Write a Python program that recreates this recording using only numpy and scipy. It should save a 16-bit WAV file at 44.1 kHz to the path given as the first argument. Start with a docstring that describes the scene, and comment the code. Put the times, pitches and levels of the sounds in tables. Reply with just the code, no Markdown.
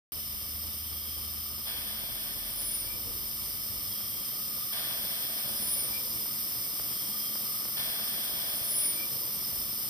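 """A gas-driven ventilator hisses steadily from its supply jet and cycles a test lung about every 3 s.
The bag fills with a faint whistle; the valve snaps open and vents it in a fading rush that rings the outlet.
As the pressure runs out, the narrowing valve gap squeals, then chirps and seats with a soft puff.
Tiny ticks sound nearby; the workshop hums and rumbles behind."""
import sys
import numpy as np
from scipy import signal
from scipy.fft import rfft, irfft, next_fast_len
from scipy.io import wavfile

SR = 44100
rng = np.random.default_rng(int(sys.argv[2]) if len(sys.argv) > 2 else 0)


def int16_out(signal):
    """Quantize to a 16-bit WAV file."""
    q = np.round(np.clip(np.atleast_2d(signal).T, -1, 1) * 32767)
    wavfile.write(sys.argv[1], SR, q.astype(np.int16))


N = 436149
TIME = np.arange(N) / SR
HZ = np.maximum(np.fft.rfftfreq(next_fast_len(N), 1 / SR), 1)
SIDES = np.array([[1], [-1]])   # left, right
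JET_LEAD_S, VENT_LEAD_S = -.000216, .00014   # left ahead of right
JET_RISE_DB = (-4.5, -.87)   # start, end

# breaths: open_s, rush_db, sag_db_per_s, squeal_after_s, squeal_db, chirp_after_s, chirp_db
CYCLES = [(1.675, -1.8, 7.5, 1.04, -34.7, 1.25, -50.2), (4.735, -.1, 5.3, 1.015, -31.5, 1.228, -47.3),
          (7.778, .8, 6.2, 1.05, -29.5, 1.238, -43.8)]
# stereo image of valve and hose: freq_hz, coherence, left_minus_right_db
VENT_IMAGE = [(584, 0.75, 4.5), (1320, 0.52, 5.5), (2370, 0.4, 4), (3470, 0.71, 1), (4320, 1, 1),
              (4800, 0.069, -4), (10000, 0.064, 0)]


def supply_jet():
    """Gas leaves the nozzle steadily, whistles in one band and rings the plastic housing's cavities."""
    # hiss spectrum: freq_hz, density_db
    jet_spectrum = [(1000, -92.5), (1450, -86.3), (1650, -86.5), (1850, -82), (2030, -81.8), (2130, -85),
                    (2380, -84), (2520, -88.5), (2800, -85.5), (3100, -86.5), (3400, -79.3), (3700, -81.5),
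                    (4050, -86), (4450, -82.5), (4600, -86), (5300, -80.5), (5600, -78.3), (5780, -79),
                    (6050, -76.8), (6300, -84), (6600, -86.5), (7100, -88), (7700, -89), (8300, -76.5),
                    (9100, -82), (9500, -76.5), (10600, -76.2), (11400, -76), (12000, -72.6),
                    (12500, -69.3), (13600, -68.3), (13950, -71.5), (14600, -68.3), (15050, -74),
                    (15350, -71)]
    # resonances: centre_hz, half_width_hz, density_db
    jet_modes = [(4350, 130, -78.5), (4765, 75, -77), (6420, 90, -82), (8200, 30, -75.5), (8480, 30, -77),
                 (8650, 60, -71.5), (9690, 100, -74), (13000, 160, -69.5), (14200, 110, -68.5)]
    nozzle_modes = [(4985, 75, -68.3), (5115, 105, -68.7), (5250, 65, -69.5), (5475, 65, -75)]
    cavity_modes = [(1730, 45, -89.5), (2230, 90, -85.5), (2690, 70, -86), (3005, 85, -78.2),
                    (3218, 48, -78.7), (3660, 120, -82.3)]
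    # stereo images: freq_hz, coherence, left_minus_right_db
    jet_image = [(1000, .5, 4), (1450, .6, 2), (1850, .8, 1), (2250, .05, 2), (3500, .4, 0), (4300, .45, 0),
                 (5100, .6, 0), (5600, .15, 0), (6100, .25, .5), (6400, .75, 0), (6600, .99, 0),
                 (7100, 1, 0), (7700, .99, 0), (8200, .65, 0), (9200, .98, 0), (10500, .7, 0),
                 (11400, .99, 0), (12200, .87, 0), (14000, .97, 0), (15300, .78, 0)]
    nozzle_image = [(4800, .75, -.5), (5100, .98, -.3), (5300, .9, -1), (5480, .6, -6)]
    waver = from_db(.25 * drift(rate_hz=12))
    hiss = turbulence(colour(jet_spectrum, jet_modes), jet_image, JET_LEAD_S)
    nozzle = turbulence(colour(modes=nozzle_modes), nozzle_image, lead_s=0)
    cavities = turbulence(colour(modes=cavity_modes), jet_image, JET_LEAD_S)
    return waver * (level_ramp(*JET_RISE_DB) * (hiss + nozzle) + level_ramp(.5, 0) * cavities)


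def venting():
    """The valve snaps open with a gush, the flow sags with bag pressure, a low rush marks the seating."""
    # rush spectrum: freq_hz, density_db
    vent_spectrum = [(300, -93), (700, -80), (1300, -90.5), (2100, -80), (2650, -79), (2900, -91),
                     (3700, -86), (4500, -71.5), (6000, -105), (7000, -102), (8500, -102), (9400, -76),
                     (10400, -80), (11500, -119), (15000, -81)]
    # valve resonances: centre_hz, half_width_hz, density_db
    vent_modes = [(950, 70, -80.5), (1540, 90, -74.5), (1760, 130, -74.3), (2230, 70, -77.2),
                  (2940, 120, -76.5), (3270, 165, -68.9), (3440, 125, -67.1), (3950, 190, -75),
                  (9990, 320, -73.5)]
    seat_modes = [(980, 86, -85), (326, 15, -76)]
    # stereo phase of the rush: freq_hz, left_lead_rad
    vent_phase = [(600, .5), (1210, .8), (1500, 3), (1900, 2.9), (2760, 2.5), (4100, 3.2), (10000, 8.8)]
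    trim_db, gush_db, gush_decay_s = -1.6, 3, .07
    seat_after_s, seat_swell_s = 1.35, .57
    flow, seating = 0, 0
    for open_s, rush_db, sag_db_per_s, *_ in CYCLES:
        since_s = np.maximum(TIME - open_s, 0)
        flow_db = trim_db + rush_db + gush_db * np.exp(-since_s / gush_decay_s) - sag_db_per_s * since_s
        flow += from_db(flow_db) * swell(open_s, rise_s=.012, fall_s=.13, hold_s=1.17)
        seating += np.exp(-((TIME - open_s - seat_after_s) / seat_swell_s) ** 2)
    flutter = from_db(drift(rate_hz=16))
    rush = turbulence(colour(vent_spectrum, vent_modes), VENT_IMAGE, lead_of(vent_phase))
    seat_rush = turbulence(colour(modes=seat_modes), VENT_IMAGE, VENT_LEAD_S)
    return flow * flutter * rush + seating * seat_rush


def valve_tones():
    """The narrowing valve gap sings: a high falling squeal, then a short lower chirp."""
    grip = slips()
    squeals = sum(squeal(open_s + after_s, db) for open_s, _, _, after_s, db, _, _ in CYCLES)
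    chirps = sum(chirp(open_s + after_s, db) for open_s, *_, after_s, db in CYCLES)
    return (on_bench(grip * squeals, JET_LEAD_S, pan_db=0, echo_db=-17)
            + on_bench(chirps, VENT_LEAD_S, pan_db=9, echo_db=-16))


def squeal(peak_s, level_db):
    """An unsteady whistle locks into a clear tone that sinks with the pressure, then breaks off."""
    top_hz, at_peak_hz, sag_hz_per_s = 10000, 9715, 1200
    fall_s, stop_after_s, break_s = .135, .14, .04
    pitch_hz = np.minimum(top_hz, at_peak_hz - sag_hz_per_s * (TIME - peak_s))
    unsteady = whistle(pitch_hz, level_db - 14.5, jitter_hz=90, rate_hz=200, flutter_db=3)
    unsteady *= swell(peak_s - .08, rise_s=.42, fall_s=fall_s)
    clear = whistle(pitch_hz, level_db, jitter_hz=17, rate_hz=110, flutter_db=1.4)
    clear *= swell(peak_s, rise_s=.15, fall_s=fall_s)
    return (unsteady + clear) * np.interp(TIME - peak_s - stop_after_s, [0, break_s], [1, 0])


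def slips(rate_per_s=7, length_s=.016, depth_db=-11):
    """Gain of a squeal that loses its grip for an instant at random."""
    moments = rng.random(N) < rate_per_s / SR
    dips = signal.fftconvolve(moments * 1., np.hanning(int(length_s * SR)), "same")
    return from_db(depth_db * np.minimum(dips, 1))


def chirp(peak_s, level_db):
    """The nearly shut valve hums hoarsely, then jumps to a clear chirp that rises as the gap narrows."""
    hum_hz, chirp_hz, climb_hz_per_s = 2240, 2360, 350
    hum = whistle(hum_hz, level_db - 9.5, jitter_hz=42, rate_hz=200, flutter_db=3)
    hum *= swell(peak_s - .17, rise_s=.085, fall_s=.085)
    pitch_hz = chirp_hz + climb_hz_per_s * (TIME - peak_s)
    clear = whistle(pitch_hz, level_db, jitter_hz=7, rate_hz=150, flutter_db=2.5)
    return hum + clear * swell(peak_s, rise_s=.047, fall_s=.047)


def outlet():
    """Vented gas rings the outlet, lower as the valve closes; once it is shut, a soft puff sinks away."""
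    open_hz, shut_hz, ring_db, attack_s, closing_s = 640, 560, -56, .012, 1.1
    puff_after_s, puff_db, puff_hz, sag_hz_per_s = 1.36, -56.2, 495, 400
    centre_hz, flow, puffs = open_hz, 0, 0
    for open_s, rush_db, *_ in CYCLES:
        closure = np.clip((TIME - open_s) / closing_s, 0, 1) ** 3
        centre_hz = np.where(TIME > open_s - attack_s, open_hz + (shut_hz - open_hz) * closure, centre_hz)
        flow += from_db(ring_db + rush_db) * swell(open_s, attack_s, fall_s=.17, hold_s=closing_s)
        puff_s = open_s + puff_after_s
        puff = moving_band(puff_hz - sag_hz_per_s * (TIME - puff_s), half_width_hz=58)
        puffs += puff * swell(puff_s, rise_s=.17, fall_s=.17)
    ring = flow * level_ramp(*JET_RISE_DB) * moving_band(centre_hz, half_width_hz=90)
    return on_bench(ring + from_db(puff_db) * puffs, VENT_LEAD_S, pan_db=3.5, echo_db=-12)


def filling():
    """The hose always rushes hollowly; as the bag fills, the rush grows and a thin whistle sinks."""
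    # hose resonance: centre_hz, half_width_hz, density_db
    hose_modes = [(1208, 74, -79)]
    idle_db, fill_db = 1.5, -5.5
    whistle_db, start_hz, sag_hz_per_s2, before_open_s = -54.7, 3255, 560, .78
    tones, flow = 0, from_db(idle_db) * level_ramp(*JET_RISE_DB)
    for open_s, rush_db, *_ in CYCLES:
        peak_s = open_s - before_open_s
        pitch_hz = start_hz - sag_hz_per_s2 * np.clip(TIME - peak_s, 0, before_open_s) ** 2
        tone = whistle(pitch_hz, whistle_db + rush_db, jitter_hz=26, rate_hz=130, flutter_db=2.4)
        tones += tone * swell(peak_s, rise_s=.12, fall_s=.24, hold_s=.22)
        flow += from_db(fill_db + rush_db) * swell(open_s, rise_s=.52, fall_s=.28)
    hose = flow * turbulence(colour(modes=hose_modes), VENT_IMAGE, VENT_LEAD_S)
    return hose + on_bench(tones, lead_s=0, pan_db=1.2, echo_db=-8)


def ticks():
    """Tiny close clicks, plus fainter random ones, ring the same damped modes of alternating sign."""
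    # clicks: start_s, level_db
    tick_events = [(2.62, -35), (3.002, -36), (4.006, -36), (4.912, -35), (5.495, -34), (6.258, -32),
                   (6.797, -30), (7.356, -30), (7.654, -30), (7.686, -35), (7.999, -32), (8.14, -33),
                   (8.295, -33)]
    # their ring: pitch_hz, t60_s, left_db, right_db
    tick_modes = [(270, .02, -11, -15), (530, .012, -6, -5), (1200, .0035, -5, 3), (2300, .0015, -13, 1.5)]
    faint_from_s, faint_to_s, faint_per_s, faint_db, spread_db = 3.6, 9.7, 5, -39.5, 2
    start_s, level_db = np.transpose(tick_events)
    clicks, out = np.zeros(N), np.zeros((2, N))
    clicks[np.round(start_s * SR).astype(int)] = from_db(level_db)
    faint = (rng.random(N) < faint_per_s / SR) & (TIME > faint_from_s) & (TIME < faint_to_s)
    clicks += faint * from_db(faint_db + spread_db * rng.standard_normal(N))
    for k, (pitch_hz, t60_s, left_db, right_db) in enumerate(tick_modes):
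        radius, angle = from_db(-60 / (t60_s * SR)), 2 * np.pi * pitch_hz / SR
        poles = [1, -2 * radius * np.cos(angle), radius ** 2]
        ring = signal.lfilter([0, np.sin(angle)], poles, clicks + 1e-18)
        out += (-1) ** k * from_db([[left_db], [right_db]]) * ring
    return out


def workshop():
    """Restless room noise and steady machine hums; rumble and low drones come and go."""
    # noise spectra: freq_hz, density_db
    room_spectrum = [(20, -103), (32, -100), (50, -67), (90, -74), (160, -73.5), (260, -80.5), (400, -78.5),
                     (650, -77.5), (820, -83.5), (1000, -79), (1500, -101.5), (3000, -105)]
    rumble_spectrum = [(15, -105), (32, -103), (48, -58.5), (70, -62), (100, -59), (160, -100.5)]
    # room resonances: centre_hz, half_width_hz, density_db
    room_modes = [(125.7, 16, -66), (210, 36, -69.5), (309.5, 28, -75.5), (568.4, 4.9, -74.5)]
    # stereo images: freq_hz, coherence, left_minus_right_db
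    room_image = [(50, 0.8, 1), (131, 0.86, 0), (256, 0.9, 1), (660, 0.14, 4.5), (1220, 0.55, 3)]
    rumble_image = [(45, .7, 0), (80, .6, -1)]
    # stereo phase of the room: freq_hz, left_lead_rad
    room_phase = [(80, 2), (120, 1.35), (210, 1.1), (500, .4)]
    # rumble swells: peak_s, level_db, span_s
    rumble_swells = [(.8, -11, 1), (3.4, -9, 1.0), (5.9, -16.5, 0.65), (9.6, -11, 0.07)]
    # drones: peak_s, level_db, span_s, pitch_hz
    drone_swells = [(1.0, -49, 0.9, 75.6), (2.7, -54, 1.0, 45), (9.6, -62, .12, 45)]
    # machines: pitch_hz, level_db
    machine_hums = [(210, -56.5), (285.6, -62)]
    room_gain = level_ramp(start_db=-9, end_db=-5.5)
    room = room_gain * turbulence(colour(room_spectrum, room_modes), room_image, lead_of(room_phase))
    rumble = turbulence(colour(rumble_spectrum), rumble_image, lead_s=.00024)
    rumble *= sum(from_db(db) * swell(peak_s, span_s, span_s) for peak_s, db, span_s in rumble_swells)
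    drones = sum(swell(peak_s, span_s, span_s) * whistle(hz, db, jitter_hz=.61, rate_hz=4, flutter_db=.5)
                 for peak_s, db, span_s, hz in drone_swells)
    hums = sum(whistle(hz, db, jitter_hz=.95, rate_hz=4.8, flutter_db=1.5) for hz, db in machine_hums)
    unrest = from_db(2 * drift(rate_hz=30))
    return unrest * (room + rumble) + to_stereo(drones + np.sqrt(room_gain) * hums, lead_s=.00058)


def from_db(db):
    """Decibels to gain."""
    return 10 ** (np.asarray(db) / 20)


def swell(peak_s, rise_s, fall_s, hold_s=0):
    """Bell envelope: up to 1 at peak_s, held, then down."""
    before_s, after_s = np.minimum(TIME - peak_s, 0), np.maximum(TIME - peak_s - hold_s, 0)
    return np.exp(-np.minimum((before_s / rise_s) ** 2 + (after_s / fall_s) ** 2, 20))


def level_ramp(start_db, end_db, from_s=1.7, to_s=5.9):
    """Gain that moves slowly from a start level to an end level, then holds."""
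    return from_db(np.interp(TIME, [from_s, to_s], [start_db, end_db]))


def per_bin(rows):
    """Table columns interpolated over log frequency onto HZ."""
    freq_hz, *columns = np.transpose(rows)
    return [np.interp(np.log(HZ), np.log(freq_hz), column) for column in columns]


def lead_of(phases):
    """Phase table to left lead in seconds per bin."""
    return per_bin(phases)[0] / (2 * np.pi * HZ)


def white():
    """Spectrum of fresh white noise, 0 dB per Hz."""
    return rfft(rng.standard_normal(next_fast_len(N))) * np.sqrt(SR / 2)


def drift(rate_hz):
    """Unit-variance noise, low-passed at rate_hz."""
    slow = irfft(white() / (1 + (HZ / rate_hz) ** 2))[:N]
    return slow / slow.std()


def colour(spectrum=None, modes=()):
    """Gain per bin of a broad spectrum plus resonances, summed in power."""
    power = from_db(per_bin(spectrum)[0]) ** 2 if spectrum else 0
    for centre_hz, half_width_hz, db in modes:
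        power += (from_db(db) / (1 + ((HZ - centre_hz) / half_width_hz) ** 2)) ** 2
    return np.sqrt(power)


def turbulence(gain, image, lead_s):
    """Stereo noise: a direct part, lead_s earlier on the left, plus unrelated reflections."""
    coherence, pan_db = per_bin(image)
    coherence = np.clip(coherence, 0, 1)
    direct = np.sqrt(coherence) * white() * np.exp(SIDES * 1j * np.pi * HZ * lead_s)
    reflections = np.sqrt(1 - coherence) * np.array([white(), white()])
    return irfft(gain * (direct + reflections) * from_db(SIDES * pan_db / 2))[:, :N]


def moving_band(centre_hz, half_width_hz):
    """Unit-rms noise in a resonance whose centre moves."""
    phase = 2 * np.pi * np.cumsum(centre_hz) / SR
    return drift(half_width_hz) * np.cos(phase) + drift(half_width_hz) * np.sin(phase)


def whistle(pitch_hz, level_db, jitter_hz, rate_hz, flutter_db):
    """Tone whose pitch and level shake at random."""
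    phase = 2 * np.pi * np.cumsum(pitch_hz + jitter_hz * drift(rate_hz)) / SR
    return np.sqrt(2) * from_db(level_db + flutter_db * drift(rate_hz / 2)) * np.sin(phase)


def to_stereo(x, lead_s):
    """Mono to stereo, lead_s earlier on the left."""
    return irfft(rfft(x, next_fast_len(N)) * np.exp(SIDES * 1j * np.pi * HZ * lead_s))[:, :N]


def on_bench(x, lead_s, pan_db, echo_db, t60_s=.14):
    """Direct sound plus a short scatter from bench and walls."""
    t = TIME[:SR // 4]
    scatter = rng.standard_normal((2, len(t))) * from_db(-60 * t / t60_s)
    scatter /= np.linalg.norm(scatter, axis=1, keepdims=True)
    echoes = signal.fftconvolve(x[None], scatter, axes=1)[:, :N]
    return (to_stereo(x, lead_s) + from_db(echo_db) * echoes) * from_db(SIDES * pan_db / 2)


def scene():
    """The ventilator in its room."""
    return supply_jet() + filling() + venting() + outlet() + valve_tones() + ticks() + workshop()


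def record(dry):
    """Brief opening silence; steep low-pass."""
    start_s, cutoff_hz = .12, 15450
    lowpass = signal.ellip(12, .1, 80, cutoff_hz, fs=SR, output="sos")
    return signal.sosfilt(lowpass, dry * (TIME >= start_s))


dry = scene()
out = record(dry)
int16_out(out)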